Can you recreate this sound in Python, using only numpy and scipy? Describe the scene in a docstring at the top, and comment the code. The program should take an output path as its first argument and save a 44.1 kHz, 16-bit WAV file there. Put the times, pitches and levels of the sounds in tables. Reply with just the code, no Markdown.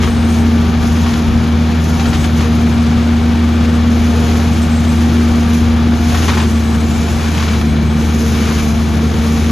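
"""A towed leaf vacuum works along a kerb, a few metres away, behind a slowly creeping truck.
From the start its engine drones, its belt-driven impeller hums and air roars in the hose, while leaves
hiss and rattle up the steel chute and dragging brakes squeal on and off. Wads and twigs knock on the
housing in the first 2.5 s; near 4 s the hose booms hollowly. Just after 6 s the heaviest wad goes
through: engine and impeller sag, sag again near 7.5 s, and the hose mouth whistles hoarsely."""
import sys
import numpy as np
from scipy import signal
from scipy.fft import rfft, irfft
from scipy.io import wavfile
from scipy.ndimage import uniform_filter1d, minimum_filter1d

SR = 44100
rng = np.random.default_rng(int(sys.argv[2]) if len(sys.argv) > 2 else 0)


def materialize(psi):
    """Save the field psi as 16-bit PCM at rate SR to the path in sys.argv[1].

    A 1-D psi becomes a single channel; in a 2-D psi each row is a channel.
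    """
    bounded = np.clip(np.atleast_2d(psi).T, -1, 1)
    quanta = np.round(bounded * 32767).astype(np.int16)
    wavfile.write(sys.argv[1], SR, quanta)


N = 419391
T = np.arange(N) / SR
HZ = np.fft.rfftfreq(N, 1 / SR)

# The impeller's speed and hum. Each row: time in seconds, blade-passing frequency in Hz, level in dB.
IMPELLER_RUN = [(0.0, 233.2, -18.4), (0.47, 231.5, -12.3), (0.65, 234.6, -16.3), (1.6, 233.6, -15.5),
                (1.8, 236.0, -20.4), (2.05, 234.7, -15.9), (2.2, 233.0, -18.1), (2.6, 233.4, -13.6),
                (3.95, 235.7, -13.8), (4.35, 234.4, -16.3), (4.6, 233.6, -15.6), (5.15, 235.0, -13.1),
                (5.85, 234.3, -13.3), (6.15, 236.2, -17.7), (6.4, 228.4, -16.9), (6.98, 229.6, -17),
                (7.11, 231.6, -25), (7.22, 230, -19.5), (7.4, 226.5, -21), (7.55, 224.3, -18.2),
                (8.25, 229.2, -17), (8.65, 225.8, -18.2), (9.5, 229.9, -16.8)]
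# Wads and twigs that hit the impeller. Each row: start in seconds, spray level in dB,
# time for the spray to fall 60 dB in seconds, hardness from 0 to 1, knock level in dB.
WAD_STRIKES = [(.033, -19.5, 0.18, 0, -23), (0.074, -24, .06, .1, -21), (.826, -25, .08, .8, -30),
               (1.060, -21, .09, 0.2, -20), (1.089, -20, .05, .7, -25), (1.108, -25, .06, .8, -26),
               (1.138, -21, .05, .8, -28), (1.157, -23, .05, 0.5, -24), (1.995, -20, .17, 0.8, -27),
               (2.055, -19, 0.063, 0.5, -20), (2.130, -20, .15, 0.6, -26), (2.149, -24, .07, .6, -25),
               (2.240, -18, .11, .5, -23), (2.455, -29, .06, .4, -23), (6.110, -29, .04, .2, -25),
               (6.145, -19, .1, .25, -10), (6.172, -20, 0.046, .95, -28), (6.218, -20, .07, .1, -17),
               (6.240, -21, .07, .1, -17), (6.281, -12.5, .1, .25, -6), (6.297, -16, 0.071, 0, -13),
               (6.331, -22, .12, 0, -20), (6.370, -20, 0.2, .1, -13), (6.399, -27, .14, 0, -13.5),
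               (6.428, -30, .25, 0, -19), (7.398, -21, .14, 0.3, -21), (7.423, -26, .09, .5, -17),
               (7.479, -19, .1, .2, -19), (7.532, -23, 0.18, .2, -22), (7.612, -19, .059, .1, -20),
               (8.509, -25, .05, .5, -24)]


def engine():
    """Periodic firing radiates a harmonic exhaust note and amplitude-modulates a low mechanical roar."""
    # Each row: time in seconds, firing frequency in Hz, level in dB.
    engine_run = [(0.0, 80.9, -15.0), (0.45, 82.5, -14.1), (0.85, 80.3, -14.3), (1.05, 81.8, -14.2),
                  (1.2, 80.1, -14.8), (1.65, 80.7, -14.3), (2.55, 79.9, -14.8), (3.9, 80.7, -13.6),
                  (5.95, 80.0, -14.4), (6.3, 81.7, -13.5), (6.65, 78.0, -15.7), (7.35, 80.1, -14.7),
                  (7.6, 77.4, -15.3), (9.5, 78.6, -15.2)]
    # Each row: multiple of the firing rate, relative level in dB. Unequal cylinders give half orders.
    orders = [(1, 0), (1.5, -27), (3, -17), (3.5, -40), (5.5, -37), (6, -29.5), (6.5, -43), (7, -30.5)]
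    # Brief dips of the note. Each row: start in seconds, length in seconds, level change in dB.
    dips = [(.07, 0.093, -1.5), (1.08, 0.098, -7), (1.184, 0.06, -3), (1.37, 0.11, -5), (2.09, 0.066, -7),
            (7.144, 0.088, -5), (8.45, .09, -4)]
    # Overtones that vary on their own. Each row: multiple of the firing rate, resting level in dB.
    overtones = [(2, -28.5), (5, -37.5)]
    # Their swells. Each row: start in seconds, length in seconds, multiple, level in dB.
    swells = [(.15, .7, 5, -31), (.4, .7, 2, -24), (1.1, 2.3, 2, -23), (4.3, 1, 2, -28), (5.1, 1.1, 5, -34),
              (7.5, .8, 2, -22.5), (8.5, 1.2, 2, -25.5)]
    # The roar's spectrum. Each row: frequency in Hz, relative level in dB.
    roar_spectrum = [(50, -27), (95, 0.5), (125, 0.5), (160, -1), (200, 3), (260, -1.5), (355, -4),
                     (425, -15.5), (475, -9), (560, -21.5), (1200, -66)]
    firing_hz, db = curves(engine_run)
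    cycles = np.cumsum(firing_hz) / SR
    dips_db = sum(change_db * arch(start, length, peak=0.71) for start, length, change_db in dips)
    exhaust = amp(db + dips_db) * drone(cycles, orders, flutter=0.061, flutter_hz=22, sway_rad=0.029)
    for multiple, rest_db in overtones:
        level = overtone_envelope(multiple, rest_db, swells, waver_db=0.5, waver_hz=0.41)
        exhaust += level * drone(cycles, [(multiple, 0)], flutter=0.25, flutter_hz=12, sway_rad=0.04)
    throb = 1 + 0.19 * np.cos(2 * np.pi * cycles)
    roar = amp(-20.5) * stereo_noise(turbulence() * throb, roar_spectrum)
    return roar + exhaust * pan(left_db=-0.5)


def impeller():
    """Blades chop the air into a blade-passing tone; uneven inflow modulates it and its overtones."""
    # Harmonics that follow the hum's level. Each row: multiple of the blade rate, relative level in dB.
    orders = [(1, 0), (5, -33)]
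    # Overtones that vary on their own. Each row: multiple of the blade rate, resting level in dB.
    overtones = [(2, -44.5), (3, -48.5), (4, -50.5), (5, -46.5)]
    # Their swells. Each row: start in seconds, length in seconds, multiple, level in dB.
    swells = [(0, .14, 2, -30), (.15, 1.3, 4, -40.5), (1.85, .35, 4, -37), (2.25, .37, 2, -34),
              (3.55, 1.5, 3, -36), (3.85, .7, 2, -32), (5.15, .5, 3, -38), (5.83, .42, 3, -32.5),
              (6.62, .6, 2, -33.5), (7.6, 1.2, 2, -33), (8.58, .4, 3, -35), (8.6, 1.1, 2, -34)]
    blade_hz, db = curves(IMPELLER_RUN)
    cycles = np.cumsum(blade_hz) / SR
    hum = amp(db) * drone(cycles, orders, flutter=0.046, flutter_hz=20, sway_rad=0.061)
    for multiple, rest_db in overtones:
        level = overtone_envelope(multiple, rest_db, swells, waver_db=2.5, waver_hz=2.3)
        hum += level * drone(cycles, [(multiple, 0)], flutter=0.5, flutter_hz=17, sway_rad=0.25)
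    return hum * pan(left_db=0.8)


def sag_hz(full_speed_hz=234):
    """Load slows the impeller: the drop of its blade-passing frequency below full speed."""
    blade_hz, _ = curves(IMPELLER_RUN)
    return np.maximum(full_speed_hz - blade_hz, 0)


def suction(full_speed_db=-25.5, loss_db_per_hz=0.15):
    """Turbulent flow makes a broadband roar that weakens as the impeller slows, over low buffeting."""
    # Spectra of the roar and the buffeting. Each row: frequency in Hz, relative level in dB.
    air_spectrum = [(150, -4), (450, -3), (620, 3), (740, 6), (1000, -1.5), (1200, 0.5), (1650, -2.5),
                    (1780, -3), (1860, -4), (2030, -8), (2320, -3), (2650, -9.5), (2820, -7), (3000, -8),
                    (3400, -7.5), (4350, -12.5), (5000, -14), (7000, -24.5), (16000, -37)]
    buffet_spectrum = [(10, -40), (28, -27), (55, 2), (85, -1), (120, -5), (220, -7.5), (600, -57)]
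    # Stronger puffs of buffeting. Each row: start in seconds, length in seconds, level in dB.
    puffs = [(0, 0.31, -19), (.74, 0.46, -24), (1.25, 0.24, -16), (2.055, 0.23, -16), (5.552, 0.32, -25),
             (7.1, 0.26, -23), (8.05, 0.43, -29)]
    air_level = amp(full_speed_db - loss_db_per_hz * sag_hz() + 0.5 * wander(25))
    air = air_level * stereo_noise(turbulence(), air_spectrum)
    puff_level = sum(amp(db) * arch(start, length, peak=0.25) for start, length, db in puffs)
    buffet_level = np.hypot(amp(-26 - 0.3 * wander(2.5)), puff_level)
    return air + buffet_level * stereo_noise(turbulence(), buffet_spectrum)


def intake(attack_s=0.017, release_s=0.073, loss_db_per_hz=0.5):
    """Incoherent sources add in power: a trickle plus gulps gives the leaf and debris amplitudes."""
    # Gulps up the hose. Each row: start in seconds, length in seconds, leaf hiss in dB, debris in dB.
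    gulps = [(0.0, 0.055, -32.5, -24), (0.262, 0.13, -35.5, -36), (.45, 0.22, -43, -40),
             (0.79, 0.39, -35, -34), (1.793, 0.46, -34.5, -34), (2.33, 0.12, -35.5, -25.5),
             (2.5, 0.21, -40, -42), (2.6, 0.57, -60, -35), (3.9, 0.75, -36, -32.5), (4.15, 0.25, -38, -30),
             (4.774, 0.63, -36.5, -33.5), (5.47, 0.1, -31, -33), (5.94, 0.55, -34.5, -25),
             (6.066, 0.24, -29.5, -35), (6.45, 0.43, -37.5, -49), (6.87, 0.75, -34, -26.5),
             (7.938, 0.23, -35, -33), (8.163, 0.5, -30.5, -26.5), (8.65, 0.77, -38, -33),
             (9.2, 0.36, -33.5, -29.5)]
    leaf_power = np.full(N, amp(-40) ** 2)
    debris_power = amp(-33.5 - loss_db_per_hz * sag_hz()) ** 2
    for start, length, hiss_db, debris_db in gulps:
        age = np.maximum(T - start, 0)
        # Light leaves rush in at once and trail off; heavy debris lifts later.
        rush = (1 - np.exp(-age / attack_s)) * np.exp(-np.maximum(age - length, 0) / release_s)
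        leaf_power += (amp(hiss_db) * rush) ** 2
        debris_power += (amp(debris_db) * arch(start, length, peak=0.82)) ** 2
    return np.sqrt(leaf_power), np.sqrt(debris_power)


def leaves(level):
    """Thousands of dry shreds a second scour the hose and chute; their impacts merge into a hiss."""
    # Each row: frequency in Hz, relative level in dB.
    hiss_spectrum = [(600, -36), (2500, 4), (4000, -0.5), (5200, 3.5), (6500, 7.5), (7600, -0.5), (9200, 0),
                     (10500, -3.5), (13200, -4.5), (15600, -4)]
    shreds = unit(turbulence() + 0.7 * impacts(per_s=2800, spread_db=3.5))
    flurries = amp(1.13 * wander(32) + 0.34 * wander(14))
    return level * flurries * stereo_noise(shreds, hiss_spectrum)


def debris(level):
    """Heavy scraps strike the steel chute at random, a shot noise heard as a rattle."""
    # Each row: frequency in Hz, relative level in dB.
    rattle_spectrum = [(150, -13), (350, 4.5), (600, -3.5), (1150, 1), (1900, -2.5), (3300, -4),
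                       (5000, -9.5), (8000, -13), (15000, -48)]
    flurries = amp(1.5 * wander(40))
    return level * flurries * stereo_noise(impacts(per_s=3500, spread_db=3.0), rattle_spectrum)


def wad_bursts(rise_s=0.0015):
    """Wads burst on the blades and spray the housing; harder impacts put more energy in the treble."""
    # Spectra of a soft wad on steel and a snapping twig. Each row: frequency in Hz, relative level in dB.
    wad_spectrum = [(200, -16), (400, -6), (600, -6), (1100, 1), (1900, -5), (3300, -8), (5000, -16),
                    (8000, -27), (15000, -52)]
    twig_spectrum = [(500, -15), (1500, -1), (2400, 0), (3500, -1), (5000, -7), (7000, -10), (10000, -22),
                     (15000, -40)]
    thud, crack = np.zeros((2, N))
    for start, db, t60, hardness, _ in WAD_STRIKES:
        age = np.maximum(T - start, 0)
        burst = amp(db - 60 * age / t60) * (1 - np.exp(-age / rise_s))
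        thud += np.sqrt(1 - hardness) * burst
        crack += np.sqrt(hardness) * burst
    clods = impacts(per_s=12000, spread_db=1.2)
    splinters = impacts(per_s=6000, spread_db=2)
    return thud * stereo_noise(clods, wad_spectrum) + crack * stereo_noise(splinters, twig_spectrum)


def housing_knocks(landing_db=5, detune_share=0.0056, rise_s=0.003):
    """Each wad excites the steel housing's damped modes; where it lands decides how much each rings."""
    # Each row: mode frequency in Hz, relative level in dB, time to fall 60 dB in seconds.
    housing_modes = [(848, -8, 0.1), (1029, -2.5, 0.076), (1133, 0, 0.054), (1334, 3, 0.037),
                     (1500, -1, 0.032), (1870, -10, 0.12), (2670, -18, 0.071), (3640, -18, 0.13)]
    hz, mode_db, t60 = np.transpose(housing_modes)[:, :, None]
    age = np.arange(round(0.3 * SR)) / SR
    onset = 1 - np.exp(-age / rise_s)
    out = np.zeros(N)
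    for start, *_, knock_db in WAD_STRIKES:
        landing, detune = rng.standard_normal((2, len(hz), 1))
        decay = amp(mode_db + landing_db * landing - 60 * age / t60)
        modes = decay * np.sin(2 * np.pi * hz * (1 + detune_share * detune) * age)
        ring = modes[::2].sum(0) - modes[1::2].sum(0)  # neighbouring modes have opposite signs
        ring /= np.linalg.norm(amp(mode_db))
        out[round(start * SR):][:len(age)] += amp(knock_db) * ring * onset
    return out * pan(left_db=2.0)


def hose_booms():
    """The swinging hose mouth comes close to the road, and its air column resonates hollowly."""
    # Each row: start in seconds, length in seconds, resonance in Hz, width in Hz, level in dB.
    booms = [(-.06, 0.26, 352, 170, -27.5), (0, 0.89, 777, 90, -37), (1.9, 0.34, 776, 120, -31.5),
             (2.2, 1.1, 130, 50, -28), (3.48, 0.38, 340, 150, -27), (3.967, .6, 422, 200, -29.5),
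             (4.0, 1.3, 127, 50, -25), (4.15, .55, 785, 90, -35), (4.98, 0.56, 320, 140, -28.5),
             (6.147, 0.43, 355, 160, -26.5), (8.95, 0.32, 332, 140, -28.5)]
    out = np.zeros(N)
    for start, length, hz, width_hz, db in booms:
        column = irfft(rfft(rng.standard_normal(N)) * resonance(hz, width_hz), N)
        out += amp(db) * arch(start, length, peak=0.38) * unit(column)
    return out * pan(left_db=4.5)


def hose_whistle(full_speed_db=-48.5, gain_db_per_hz=1.21):
    """Inrushing air excites narrow resonances of the hose mouth, louder when the impeller runs slow."""
    # Each row: resonance in Hz, width in Hz, relative level in dB.
    mouth_modes = [(2310, 190, 4), (4040, 110, -1)]
    response = sum(amp(db) * resonance(hz, width_hz) for hz, width_hz, db in mouth_modes)
    whistle = irfft(rfft(turbulence()) * response, N)
    level = amp(full_speed_db + gain_db_per_hz * sag_hz())
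    return level * stereo_noise(whistle, spectrum=[(1000, 0)])  # flat: no further colouring


def brakes(fade_s=0.04):
    """Friction of dragging linings excites high modes, which bend in pitch as the wheels turn."""
    # Each row: start in seconds, length in seconds, pitch in Hz, glide in Hz, glide exponent
    # (1 is even, more is later), level in dB, phase lag of the right channel in radians.
    squeals = [(0, .46, 8000, -100, 7, -37.5, 2.8), (0, .38, 8148, -40, 7, -46, 2.3),
               (2.05, .23, 7750, -10, 1, -37, 2.4), (2.58, 1.22, 7948, -30, 1.5, -48, 2.5),
               (4.5, .48, 7612, 20, 1, -37.5, 2.5), (4.94, .18, 7640, 80, 1, -44, 2.6),
               (5.14, .4, 7965, 10, 1, -45.5, 2.8), (6.31, .34, 7625, 115, 4, -38, 2.45),
               (6.61, .24, 7735, 50, 1, -39.5, 2.3), (6.82, .32, 7285, 15, 1, -38, 1.7),
               (7.09, .32, 7300, 30, 1, -40.5, 2.6), (6.9, .48, 8105, -55, 1, -38, 2.7),
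               (7.47, .29, 7815, -10, 1, -44, 2.7), (7.83, .27, 7780, -125, 1, -42, 2.5),
               (8.74, .2, 7580, 75, 1, -47, 2.8), (8.76, .28, 8075, 55, 1, -48, 3),
               (9.02, .3, 7892, 30, 1, -45.5, 2.8)]
    out = np.zeros((2, N))
    grip = unit(amp(3.5 * wander(20)))
    jitter_hz = 4 * wander(30)
    for start, length, pitch_hz, glide_hz, exponent, db, lag in squeals:
        on = (T >= start) & (T < start + length)
        age = T[on] - start
        hz = pitch_hz + glide_hz * (age / length) ** exponent + jitter_hz[on]
        phase = 2 * np.pi * np.cumsum(hz) / SR - np.array([[0], [lag]])
        fade = np.clip(np.minimum(age, length - age) / fade_s, 0, 1)
        out[:, on] += np.sqrt(2) * amp(db) * grip[on] * fade * np.sin(phase)
    return out


def drone(cycles, orders, flutter, flutter_hz, sway_rad):
    """Partials of a rotation, randomly modulated in amplitude and, in proportion to order, in phase."""
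    out = np.zeros(N)
    for multiple, db in orders:
        phase = 2 * np.pi * (multiple * cycles + rng.random())
        phase += sway_rad * multiple * wander(1.36)
        out += amp(db) * np.cos(phase) * (1 + flutter * wander(flutter_hz))
    return np.sqrt(2) * out


def overtone_envelope(multiple, rest_db, swells, waver_db, waver_hz):
    """Amplitude of one harmonic: a wavering resting level and its swells add in power."""
    rise = sum(amp(db) * arch(start, length, peak=0.54)
               for start, length, order, db in swells if order == multiple)
    return np.hypot(amp(rest_db + waver_db * wander(waver_hz)), rise)


def stereo_noise(pair, spectrum):
    """Direct and scattered sound, coloured alike, mix into two partly coherent channels of rms 1."""
    # Each row: frequency in Hz, coherence of the channels from 0 to 1.
    coherence_curve = [(100, 0.97), (350, 0.93), (560, 0.82), (700, 0.16), (850, 0.99), (1800, 0.84),
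                       (4000, 0.98), (5000, 0.49), (5400, 0.54), (6300, 0.94), (7200, 1), (8200, 1),
                       (9600, 1), (11000, 1)]
    # Each row: frequency in Hz, left minus right level in dB.
    balance_curve = [(45, 6), (80, 7.5), (240, 1.5), (480, 0), (700, 10), (950, 5), (2000, 3.5), (2650, 5),
                     (3700, 1), (5000, 0), (6000, 0), (9000, -0.5)]
    # Each row: frequency in Hz, phase lead of the left channel in radians.
    lead_curve = [(300, 0), (620, .7), (800, -.45), (1900, -.4), (2400, .2), (5400, .2), (5800, -.3),
                  (6800, -.3), (7700, -2.8), (8800, -3.2), (10500, -6.2), (12300, -6.4), (13600, -9.4)]
    direct, scattered = rfft(pair) * amp(across(spectrum))
    coherence = np.clip(across(coherence_curve), 0, 1)
    right = coherence * direct + np.sqrt(1 - coherence ** 2) * scattered
    right *= np.exp(-1j * across(lead_curve))
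    side = amp(across(balance_curve) / 2)
    channels = np.array([direct * side, right / side]) / np.hypot(side, 1 / side)
    return unit(irfft(channels, N))


def turbulence():
    """Two uncorrelated white noises."""
    return rng.standard_normal((2, N))


def impacts(per_s, spread_db):
    """Shot noise: two trains of tiny random strikes, a few much harder than the rest."""
    size = amp(spread_db * np.minimum(rng.exponential(1, (2, N)), 4))
    sign = rng.choice([-1, 1], (2, N))
    struck = rng.random((2, N)) < per_s / SR
    return unit(size * sign * struck)


def resonance(hz, width_hz):
    """Frequency response of two equal resonators in cascade."""
    return 1 / (1 + 2j * (HZ - hz) / width_hz) ** 2


def wander(rate_hz):
    """Low-pass noise of rms 1: a smooth random drift about as fast as the rate."""
    return unit(irfft(rfft(rng.standard_normal(N)) / (1 + (HZ / rate_hz) ** 4), N))


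def arch(start, length, peak):
    """A smooth envelope from 0 to 1 and back, highest at the fraction peak of its length."""
    progress = (T - start) / length
    return np.sin(np.pi / 2 * np.interp(progress, [0, peak, 1], [0, 1, 0]))


def curves(rows):
    """The columns of a timed table, interpolated to every sample."""
    times, *columns = np.transpose(rows)
    return [np.interp(T, times, column) for column in columns]


def across(points):
    """A table interpolated over log frequency to every bin."""
    hz, value = np.transpose(points)
    return np.interp(np.log(HZ + 1), np.log(hz + 1), value)


def pan(left_db):
    """Channel gains for a level difference in favour of the left."""
    return amp(np.array([[left_db], [-left_db]]) / 2)


def amp(db):
    """Decibels to amplitude ratio."""
    return 10 ** (np.asarray(db) / 20)


def unit(x):
    """Scales to rms 1."""
    return x / np.sqrt(np.mean(x ** 2) + 1e-20)


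def scene():
    """Superposition of the machine, its load and the truck."""
    leaf_level, debris_level = intake()
    machine = engine() + impeller() + suction() + hose_whistle()
    load = leaves(leaf_level) + debris(debris_level) + wad_bursts()
    return machine + load + brakes() + housing_knocks() + hose_booms()


def record(dry):
    """A quick limiter holds the peaks under full scale; a low-pass filter then limits the band."""
    ceiling, window_samples, cutoff_hz = 0.93, 111, 14000
    allowed_gain = np.minimum(1, ceiling / (abs(dry).max(0) + 1e-9))
    gain = uniform_filter1d(minimum_filter1d(allowed_gain, window_samples), window_samples)
    low_pass = signal.firwin(511, cutoff_hz, window=("kaiser", 9), fs=SR)
    return signal.oaconvolve(dry * gain, low_pass[None], "same")


dry = scene()
out = record(dry)
materialize(out)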